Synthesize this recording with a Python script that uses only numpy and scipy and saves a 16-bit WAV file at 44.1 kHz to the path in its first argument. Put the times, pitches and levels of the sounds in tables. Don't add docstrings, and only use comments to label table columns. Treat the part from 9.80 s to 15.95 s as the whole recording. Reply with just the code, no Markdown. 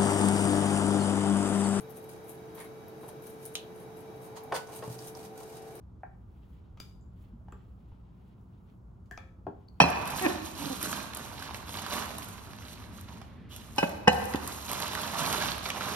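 import sys
import numpy as np
from scipy import signal
from scipy.fft import rfft, irfft
from scipy.io import wavfile
from scipy.ndimage import uniform_filter1d

SR = 44100
rng = np.random.default_rng(int(sys.argv[2]) if len(sys.argv) > 2 else 0)


def log_audio(samples):
    frames = np.atleast_2d(samples).T
    limited = np.clip(frames, -1, 1)
    pcm = np.round(limited * 32767).astype(np.int16)
    wavfile.write(sys.argv[1], SR, pcm)


N = 271211
TIME_S = np.arange(N) / SR


def gain_of(db):
    return 10 ** (np.asarray(db) / 20)


def evened(x):
    return x / np.sqrt(np.mean(x ** 2) + 1e-20)


def read(points, hz):
    f, value = np.transpose(points)
    return np.interp(np.log(hz + 1), np.log(f + 1), value)


def add(mix, start_s, sound):
    part = mix[max(round(start_s * SR), 0):][:len(sound)]
    part += sound[:len(part)]


def colour(x, points, size=4096):
    hz = abs(np.fft.fftfreq(size, 1 / SR))
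    log_gain = np.log(gain_of(read(points, hz)))
    spectrum = np.exp(np.conj(signal.hilbert(log_gain)))
    taps = np.fft.ifft(spectrum).real[:size // 2]
    return signal.oaconvolve(x, taps)[:len(x)]


def band(x, low_hz, high_hz, order=3):
    edges_hz = [low_hz, min(high_hz, SR / 2 - 1)]
    return signal.sosfilt(signal.butter(order, edges_hz, "band", fs=SR, output="sos"), x)


def burst(t60_s, size=2048):
    puff = rng.standard_normal(size) * gain_of(-60 * np.arange(size) / SR / t60_s)
    return puff / np.linalg.norm(puff)


def wander(size, rate_hz=60):
    lowpass = signal.butter(2, rate_hz, fs=SR, output="sos")
    return evened(signal.sosfilt(lowpass, rng.standard_normal(size + SR)))[-size:]


# f/Hz, relative density/dB per Hz
RUMBLE_SPECTRUM = [(20, -23), (40, -18.5), (60, -1), (80, 1), (105, -2), (150, -9), (215, -4.5),
                   (300, -13.5), (500, -22.5), (1000, -32), (2000, -30.5), (4000, -42), (8000, -63),
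                   (15000, -68)]
RUMBLE_MID_RMS_DB = -47.5


def rumble(apart=0.34):
    mid, side = (evened(colour(noise, RUMBLE_SPECTRUM)) for noise in rng.standard_normal((2, N)))
    return gain_of(RUMBLE_MID_RMS_DB) * np.array([mid + apart * side, mid - apart * side])


def buckles(per_s, spread_db, t60_s, rub, clump_db, width, shift_db, count=48):
    struck = rng.random(N) < per_s / SR
    size = gain_of(spread_db * np.minimum(rng.exponential(1, N), 4)) * struck
    facet = rng.integers(0, count, N)
    clumps, *turns = (wander(size=N, rate_hz=30) for _ in range(9))
    clicks = np.zeros(N)
    for k, hz in enumerate(np.geomspace(180, 15000, count)):
        turn = turns[k * len(turns) // count]
        hits = size * (facet == k) * gain_of(shift_db * turn)
        ring = band(burst(t60_s), hz / (1 + width), hz * (1 + width), order=2)
        clicks += signal.oaconvolve(hits, ring)[:N]
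    rubbing = rub * rng.standard_normal(N)
    return evened((evened(clicks) + rubbing) * gain_of(clump_db * clumps))


# t/s, length/s, crinkle level/dB, flex re crinkle/dB, slide re crinkle/dB
GRIPS = [(0.0, 0.23, -47.5, 10.5, -7.5), (0.242, 0.12, -45.5, 5.5, -3), (0.348, 0.14, -40, 2.5, -4),
         (0.617, 0.053, -47, -4, -1.5), (0.75, 0.2, -43, 0.5, -2.5), (0.993, 0.1, -41.5, 4, 2.5),
         (1.096, 0.1, -43, 1, -9), (1.334, 0.12, -50, 5, -2), (1.506, 0.16, -48.5, 2, -5.5),
         (1.723, 0.027, -49, 3, -2), (1.848, 0.074, -46, 1, -2), (1.923, 0.24, -45.5, 2.5, -4),
         (2.089, 0.096, -40.5, 4.5, -3), (2.258, 0.28, -54, 3.5, 1), (2.55, 0.04, -58, 1, -4.5),
         (2.627, 0.14, -57.5, 3.5, -4), (2.78, 0.15, -54.5, 1, -2), (2.956, 0.098, -60, 6, -3.5),
         (3.105, 0.093, -58, 2.5, -2), (3.25, 0.12, -59.5, 4, -6), (3.688, 0.076, -52.5, -3.5, -3),
         (3.768, 0.15, -63, 4.5, 1.5), (3.947, 0.11, -49.5, 3, -1), (4.288, 0.26, -50, 5, -0.5),
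         (4.6, 0.25, -48, 2, 1), (4.865, 0.12, -41, 3, -3.5), (4.988, 0.17, -41.5, 2.5, -7),
         (5.158, 0.096, -40.5, 3, -4.5), (5.289, 0.083, -42, 3, -2.5), (5.363, 0.22, -37, 4, -3),
         (5.586, 0.088, -37.5, 1.5, -7.5), (5.81, 0.099, -43, 3.5, -6.5), (5.94, 0.052, -45.5, 8.5, -3.5),
         (5.996, 0.2, -40, 3, -6)]
GRIP_ATTACK_S = 0.036


def handling(levels_db, release_db_per_s):
    power = np.zeros(N)
    for (start_s, length_s, *_), db in zip(GRIPS, levels_db):
        rise = np.clip((TIME_S - start_s) / GRIP_ATTACK_S, 0, 1)
        since_release_s = np.maximum(TIME_S - start_s - length_s, 0)
        power += (rise * gain_of(db - release_db_per_s * since_release_s)) ** 2
    return np.sqrt(power)


# f/Hz, relative density/dB per Hz
PAPER_SPECTRUM = [(60, -21.5), (150, 0.5), (250, -1), (450, -3), (700, -2), (1000, -0.5), (1500, -2),
                  (2000, -5.5), (2700, -5), (4000, -4), (5000, -9), (6700, -12), (9000, -17.5),
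                  (13500, -19), (15500, -42)]


def paper(flex_trim_db=-2, crinkle_trim_db=-1, slide_trim_db=0):
    _, _, grip_db, flex_db, slide_db = np.transpose(GRIPS)
    creases = buckles(per_s=4500, spread_db=4.0, t60_s=0.011, rub=0.34, clump_db=1.1, width=0.4, shift_db=2.0)
    creases = colour(creases, PAPER_SPECTRUM)
    fibres = buckles(per_s=7200, spread_db=2.0, t60_s=0.0038, rub=0.92, clump_db=1.5, width=0.62, shift_db=2.7)
    fibres = colour(fibres, PAPER_SPECTRUM)
    flex = evened(band(creases, 103, 2680))
    flex *= handling(grip_db + flex_db + flex_trim_db, release_db_per_s=96.5)
    crinkle = evened(band(creases + 0.71 * fibres, 2545, 7100))
    crinkle *= handling(grip_db + crinkle_trim_db, release_db_per_s=117.0)
    slide = evened(band(fibres, 7600, 17400))
    slide *= handling(grip_db + slide_db + slide_trim_db, release_db_per_s=92)
    return flex + crinkle + slide


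# t/s, row of BASKET_MODES, ring level/dB, contact hardness/Hz,
# clack level/dB, counter thud level/dB, thud f/Hz, thud t60/s
KNOCKS = [(0.002, 0, -13.5, 4180, -4.5, -19, 158, 0.04), (0.0156, 0, -22.5, 7000, -13.5, -14, 160, 0.06),
          (0.038, 0, -25, 1500, -13, -18.5, 157, 0.043), (0.0543, 0, -39, 4000, -24, -40, 156, 0.034),
          (0.066, 0, -38, 3000, -28, -42, 156, 0.036), (3.9819, 1, -23.5, 6850, -17, -28, 277, 0.025),
          (4.0278, 1, -20, 1340, -12, -19.5, 427, 0.04), (4.2736, 2, -18, 1510, -7, -5.5, 702, 0.016),
          (4.278, 2, -20.5, 6850, -9.5, -8.5, 240, 0.02), (4.5455, 2, -39, 1520, -22.5, -14, 257, 0.028)]
# f/Hz, relative level/dB, t60/s
BASKET_MODES = [
    [(568, -3, 0.076), (694, 7, 0.034), (975, 14, 0.012), (1330, -13, 0.11), (1800, 1.5, 0.05),
     (2449, 2, 0.12), (2606, -2, 0.18), (3155, -0.5, 0.059), (4075, -11, 0.16), (4447, -17, 0.2),
     (5012, -22, 0.32), (5660, -2, 0.13), (10180, -10, 0.19)],
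    [(161, -10, 0.098), (579, 3.5, 0.037), (701, -4, 0.059), (800, 2, 0.028), (877, 1.5, 0.032),
     (1550, -2, 0.14), (1980, -11, 0.07), (2480, -11, 0.06), (2550, 0.5, 0.14), (2940, -0.5, 0.13),
     (4070, -10.5, 0.13), (4180, -19, 0.05), (5070, -14.5, 0.18), (5300, -9, 0.06), (5860, -8, 0.08),
     (8050, -17, 0.09), (9450, -17, 0.1)],
    [(205, 1, 0.077), (275, -0.5, 0.064), (433, 0, 0.035), (501, 10, 0.039), (565, 4, 0.042),
     (729, 2, 0.059), (833, 7, 0.038), (1130, -8, 0.022), (1156, -4, 0.023), (1558, 0.5, 0.059),
     (1800, 1.5, 0.065), (1976, 2, 0.07), (2513, 0.5, 0.062), (2617, 7.5, 0.05), (2740, 1, 0.04),
     (2915, 5.5, 0.091), (3030, -3, 0.027), (4070, -12, 0.16), (5000, -16, 0.04), (5160, -6, 0.045),
     (5660, -8, 0.038), (6400, -7, 0.091)],
]
# f/Hz, relative density/dB per Hz
CLACK_SPECTRUM = [(50, -35), (170, 0), (270, 2), (370, -2.5), (600, 0.5), (850, 2), (1200, -8.5),
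                  (2000, -8.5), (2800, -8), (3400, -14.5), (5500, -15.5), (7500, -11), (14000, -18)]
SLAB_HZ, SLAB_T60_S, SLAB_RE_THUD_DB = 76.8, 0.45, -19.5


def knocks(clack_t60_s=0.044, settle_s=0.00059, chatter=0.0047, chatter_db=2.5):
    out, t = np.zeros(N), np.arange(SR // 2) / SR
    press = 1 - np.exp(-(t / settle_s) ** 2)
    for start_s, basket, ring_db, hard_hz, clack_db, thud_db, thud_hz, thud_t60_s in KNOCKS:
        ring = np.zeros(len(t))
        for k, (hz, db, t60_s) in enumerate(BASKET_MODES[round(basket)]):
            rocking = wander(size=len(t))
            turns = np.cumsum(hz * (1 + chatter * rocking)) / SR + k / 2
            level = gain_of(db + chatter_db * rocking - 60 * t / t60_s)
            ring += level * np.sin(2 * np.pi * turns) / (1 + (hz / hard_hz) ** 2)
        softness = signal.butter(2, min(hard_hz, SR / 3), fs=SR, output="sos")
        noise = press * burst(clack_t60_s, size=len(t))
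        clack = signal.sosfilt(softness, colour(noise, CLACK_SPECTRUM))
        thud = np.sin(2 * np.pi * thud_hz * t) * gain_of(-60 * t / thud_t60_s)
        thud += np.sin(2 * np.pi * SLAB_HZ * t) * gain_of(SLAB_RE_THUD_DB - 60 * t / SLAB_T60_S)
        blow = press * (gain_of(ring_db) * ring + gain_of(thud_db) * thud)
        add(out, start_s, blow + gain_of(clack_db) * clack / abs(clack).max())
    return band(out, 93.0, 15000, order=2)


# t/s, tick level/dB, flap level/dB, fold f/Hz
SNAPS = [(0.1026, -33.5, -44, 3000), (0.256, -37, -36, 3000), (0.2752, -32.5, -34, 4500),
         (0.3026, -34.5, -39, 3000), (0.3756, -31, -41, 2500), (0.395, -32, -26, 1500),
         (0.423, -29, -43, 3000), (1.0012, -47, -46, 3000), (1.0287, -18.5, -43, 3000),
         (1.037, -38, -33, 3200), (1.1282, -36, -22.5, 1300), (1.3351, -47, -30.5, 2870),
         (1.3484, -29, -46, 3000), (1.371, -27, -50, 3020), (1.624, -39, -31, 1420), (1.709, -50, -29, 890),
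         (1.7453, -44, -28.5, 2470), (1.893, -41, -31.5, 3340), (1.942, -42, -30, 2960),
         (1.953, -42, -30, 1440), (2.0189, -36, -39, 840), (2.0637, -41, -26, 1210),
         (2.1364, -33, -26.5, 1500), (2.383, -29.5, -37, 3980), (2.445, -36, -46, 2980),
         (2.486, -35, -52, 3000), (2.7329, -52, -37.5, 1080), (2.786, -54, -41, 2700),
         (2.935, -40, -48, 3000), (3.2115, -41, -50, 3000), (3.336, -54, -50, 2700),
         (3.4145, -58, -44, 1190), (3.7626, -34.5, -41, 2900), (3.961, -35.5, -52, 1500),
         (3.973, -51, -47, 1500), (4.094, -36, -44, 5000), (4.3303, -36, -31, 4050),
         (4.455, -33, -49, 3000), (4.538, -41, -26.5, 1900), (4.5578, -39, -30.5, 3200),
         (4.676, -25.5, -31, 4500), (4.8968, -34, -42, 2500), (4.9152, -26, -36, 3500),
         (4.931, -24, -26, 900), (5.0016, -29.5, -38, 3020), (5.08, -33, -32, 3000), (5.133, -34, -29, 910),
         (5.151, -32, -22.5, 1470), (5.217, -30, -39, 2500), (5.2685, -37, -40, 3000),
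         (5.5274, -23, -22.5, 2500), (5.705, -43, -39, 1030), (5.7178, -45, -22, 4260),
         (5.781, -39, -27.5, 2480), (5.856, -44, -25, 2460), (5.861, -44, -23, 1520),
         (5.888, -34, -30.5, 1016), (5.902, -33, -20.5, 2300), (6.009, -44, -24, 1140)]


def snaps(tick_trim_db=3, flap_trim_db=1, fold_ring=1.6, fold_width=0.2):
    out = np.zeros(N)
    for start_s, tick_db, flap_db, hz in SNAPS:
        tick = band(burst(t60_s=0.017), 6900, 13400, order=2)
        sheet = band(colour(burst(t60_s=0.029), PAPER_SPECTRUM), 330, 5400, order=2)
        fold = band(burst(t60_s=0.017), hz / (1 + fold_width), hz * (1 + fold_width), order=1)
        flap = evened(sheet) + fold_ring * evened(fold)
        add(out, start_s, gain_of(tick_db + tick_trim_db) * tick / abs(tick).max())
        add(out, start_s, gain_of(flap_db + flap_trim_db) * flap / abs(flap).max())
    return out


# t/s, length/s, final level/dB, swell/dB (negative fades),
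# base slip rate/Hz, final slowing/share, slip hardness/Hz
PUSHES = [(0.41, 0.056, -21, 16.5, 369, 0.22, 3500), (0.478, 0.045, -36.5, -4, 355, 0.038, 1500),
          (0.79, 0.043, -41, 1.5, 277, 0.02, 598), (0.85, 0.028, -38.5, -1, 283, 0.085, 800),
          (0.897, 0.032, -34.5, -1, 258, 0.035, 800)]
# f/Hz, gain/dB
SQUEAK_BODY = [(40, -38), (120, -14), (200, 1), (300, 0.5), (380, -8.5), (680, -8), (1100, -14.5),
               (1400, -30), (1800, -7), (2100, -30), (2450, -8.5), (3000, -42), (6000, -49)]
PUSH_ATTACK_S, PUSH_RELEASE_S = 0.0032, 0.0093
PUSH_ARCH = 0.025
SAG_POWER = 5


def squeak(jitter=0.014, uneven_db=1.5, grit=0.15):
    out = np.zeros(N)
    for start_s, length_s, db, swell_db, rate_hz, sag, hard_hz in PUSHES:
        t = np.arange(0, length_s + PUSH_RELEASE_S, 1 / SR)
        progress = np.minimum(t / length_s, 1)
        drift, catch = evened(uniform_filter1d(rng.standard_normal((2, SR)), size=220))[:, :len(t)]
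        glide = 1 + PUSH_ARCH * np.sin(np.pi * progress) - sag * progress ** SAG_POWER
        hz = rate_hz * glide * (1 + jitter * drift)
        slips = np.diff(np.floor(np.cumsum(hz) / SR), prepend=0)
        jerks = evened(slips - hz / SR)
        drive = (jerks + grit * rng.standard_normal(SR)[:len(t)]) * gain_of(uneven_db * catch)
        gate = np.minimum(t / PUSH_ATTACK_S, 1) * np.minimum((t[-1] - t) / PUSH_RELEASE_S, 1)
        shaken = evened(band(colour(drive, SQUEAK_BODY), 60, hard_hz, order=2))
        add(out, start_s, shaken * gate * gain_of(db - swell_db * (1 - progress)))
    return out


# t/s, first-step level/dB, first-step f/Hz
FLOPS = [(1.372, -39, 875), (1.395, -35.5, 600), (1.528, -38, 705), (1.676, -35, 1190), (1.828, -40, 1020),
         (1.941, -37, 726), (1.986, -34, 820), (2.04, -31, 1100), (2.103, -29, 760), (2.279, -35, 780),
         (2.306, -33, 730), (2.422, -33, 2200), (2.532, -45, 760), (2.58, -38, 2000), (2.648, -42, 800),
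         (2.68, -45, 690), (2.821, -42, 1900), (2.883, -39, 2800), (2.975, -42, 2200), (3.02, -43.5, 1210),
         (3.04, -42, 1800), (3.185, -42, 1410), (3.284, -42, 890), (3.372, -45, 2400), (3.416, -38.5, 820),
         (5.031, -30, 860), (5.114, -33, 990), (5.184, -34, 2500), (5.233, -27, 3300), (5.298, -31, 970),
         (5.335, -27, 860), (5.366, -27, 800), (5.408, -26, 880), (5.453, -26, 1080), (5.614, -27, 1700),
         (5.659, -25, 2400), (5.686, -25, 2800), (5.948, -31, 870), (5.969, -33, 1050), (6.014, -31, 2400),
         (6.125, -31, 840)]


def flops(trim_db=0, ring_t60_s=0.015, fold_width=0.2, step_s=0.004, fade_db=5.5, scatter=0.42, count=3):
    out = np.zeros(N)
    for at_s, db, hz in FLOPS:
        for k in range(count):
            crack = band(burst(ring_t60_s), hz / (1 + fold_width), hz * (1 + fold_width), order=1)
            add(out, at_s, gain_of(db + trim_db - fade_db * k) * crack / abs(crack).max())
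            at_s += step_s * rng.uniform(.5, 2.5)
            hz *= np.exp(scatter * rng.uniform(-0.73, 2.8))
    return out


# t/s, length/s, level/dB, f/Hz, relative half-width
RUBS = [(2.774, 0.054, -61, 6050, 0.018), (3.695, 0.085, -57, 3030, 0.11)]
RUB_EDGE_S = 0.018


def rubs():
    out = np.zeros(N)
    for start_s, length_s, db, hz, width in RUBS:
        t = np.arange(0, length_s, 1 / SR)
        noise = rng.standard_normal(SR)
        hiss = evened(band(noise, hz / (1 + width), hz * (1 + width), order=2))[:len(t)]
        edges = np.minimum(np.minimum(t, length_s - t) / RUB_EDGE_S, 1)
        add(out, start_s, gain_of(db) * hiss * edges)
    return out


# f/Hz, t60/s
ROOM_T60 = [(150, 0.55), (300, 1.33), (500, 0.7), (1000, 1.05), (2500, 1.22), (5000, 0.92), (9000, 0.047),
            (14000, 0.1)]
ROOM_MONO_HZ = 268


def room(x, echo_levels, flutter_s=.00683, flutter=0.09, order=12):
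    taps = rng.choice([-1., 1.], (2, SR)) * (rng.random((2, SR)) < 1 / order)
    taps *= np.arange(SR) > .003 * SR
    hz, t, z = signal.stft(taps, SR, nperseg=256)
    same = 1 / (1 + (hz[:, None] / ROOM_MONO_HZ) ** 4)
    z[1] = same * z[0] + np.sqrt(1 - same ** 2) * z[1]
    decay = gain_of(-60 * t / read(ROOM_T60, hz)[:, None])
    decay *= gain_of(read(echo_levels, hz))[:, None] / np.sqrt(np.mean(decay ** 2, axis=1, keepdims=True))
    tail = signal.istft(z * decay, SR, nperseg=256)[1] / np.linalg.norm(taps[0])
    repeat = np.roll(tail, round(flutter_s * SR), axis=1)
    tail = (tail + flutter * repeat) / np.hypot(1, flutter)
    return signal.fftconvolve(x[None], tail, axes=1)[:, :N]


def ports(x, phase, balance, echo_levels):
    hz = np.fft.rfftfreq(2 * N, 1 / SR)
    side = np.array([[.5], [-.5]])
    direct = rfft(x, 2 * N) * np.exp(1j * side * read(phase, hz))
    echo = rfft(room(x, echo_levels), 2 * N)
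    return irfft((direct + echo) * gain_of(side * read(balance, hz)))[:, :N]


# f/Hz, left lead/rad
PAPER_PHASE = [(20, 0), (1000, 0), (2000, -1.5), (3300, -.9), (4300, -3.3), (5300, -6), (6300, -4),
               (7600, -3.1), (9300, -1.9), (11200, -.1), (12300, .2), (13400, 1.4), (15000, 3.1)]
BASKET_PHASE = [(150, -0.5), (380, 1), (690, 2.5), (900, -1), (1300, 1.1), (1800, 2), (2700, 2), (4300, 2),
                (5500, 1), (7000, 3.5), (11000, 1.5)]
# f/Hz, left minus right/dB
PAPER_BALANCE = [(60, -5), (130, -11.5), (250, -6.5), (700, -8), (1300, -4.5), (2400, -2), (4400, -10.5),
                 (8000, -2), (15000, 1)]
BASKET_BALANCE = [(150, -2), (480, -6.5), (860, 3.5), (1200, -6.5), (1600, 9.5), (2700, -7), (4300, 5),
                  (5000, -14.5), (6500, 2.5), (14000, -3)]
# f/Hz, level/dB
PAPER_ECHO = [(60, 4.5), (140, -5.5), (300, -0.5), (450, -2), (800, 1.5), (1400, -2.5), (2000, -4.5),
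              (3000, -4), (5500, -6), (8000, -7.5), (14000, -7.5)]
BASKET_ECHO = [(60, -0.5), (140, -15.5), (280, -6), (450, -4.5), (800, -4.5), (1100, -6.5), (1550, -9),
               (2500, -10), (3000, -18.5), (4400, -11), (5700, -13.5), (14000, -2)]


def scene():
    sheets = ports(paper() + snaps() + flops() + rubs(), PAPER_PHASE, PAPER_BALANCE, PAPER_ECHO)
    baskets = ports(knocks() + squeak(), BASKET_PHASE, BASKET_BALANCE, BASKET_ECHO)
    return sheets + baskets + rumble()


CEILING, EDGE_HZ = 1.15, 15200


def record(dry):
    rounded = CEILING * np.tanh(dry / CEILING)
    lowpass = signal.firwin(255, EDGE_HZ, window=("kaiser", 9), fs=SR)
    return signal.oaconvolve(rounded, lowpass[None], "same")


dry = scene()
out = record(dry)
log_audio(out)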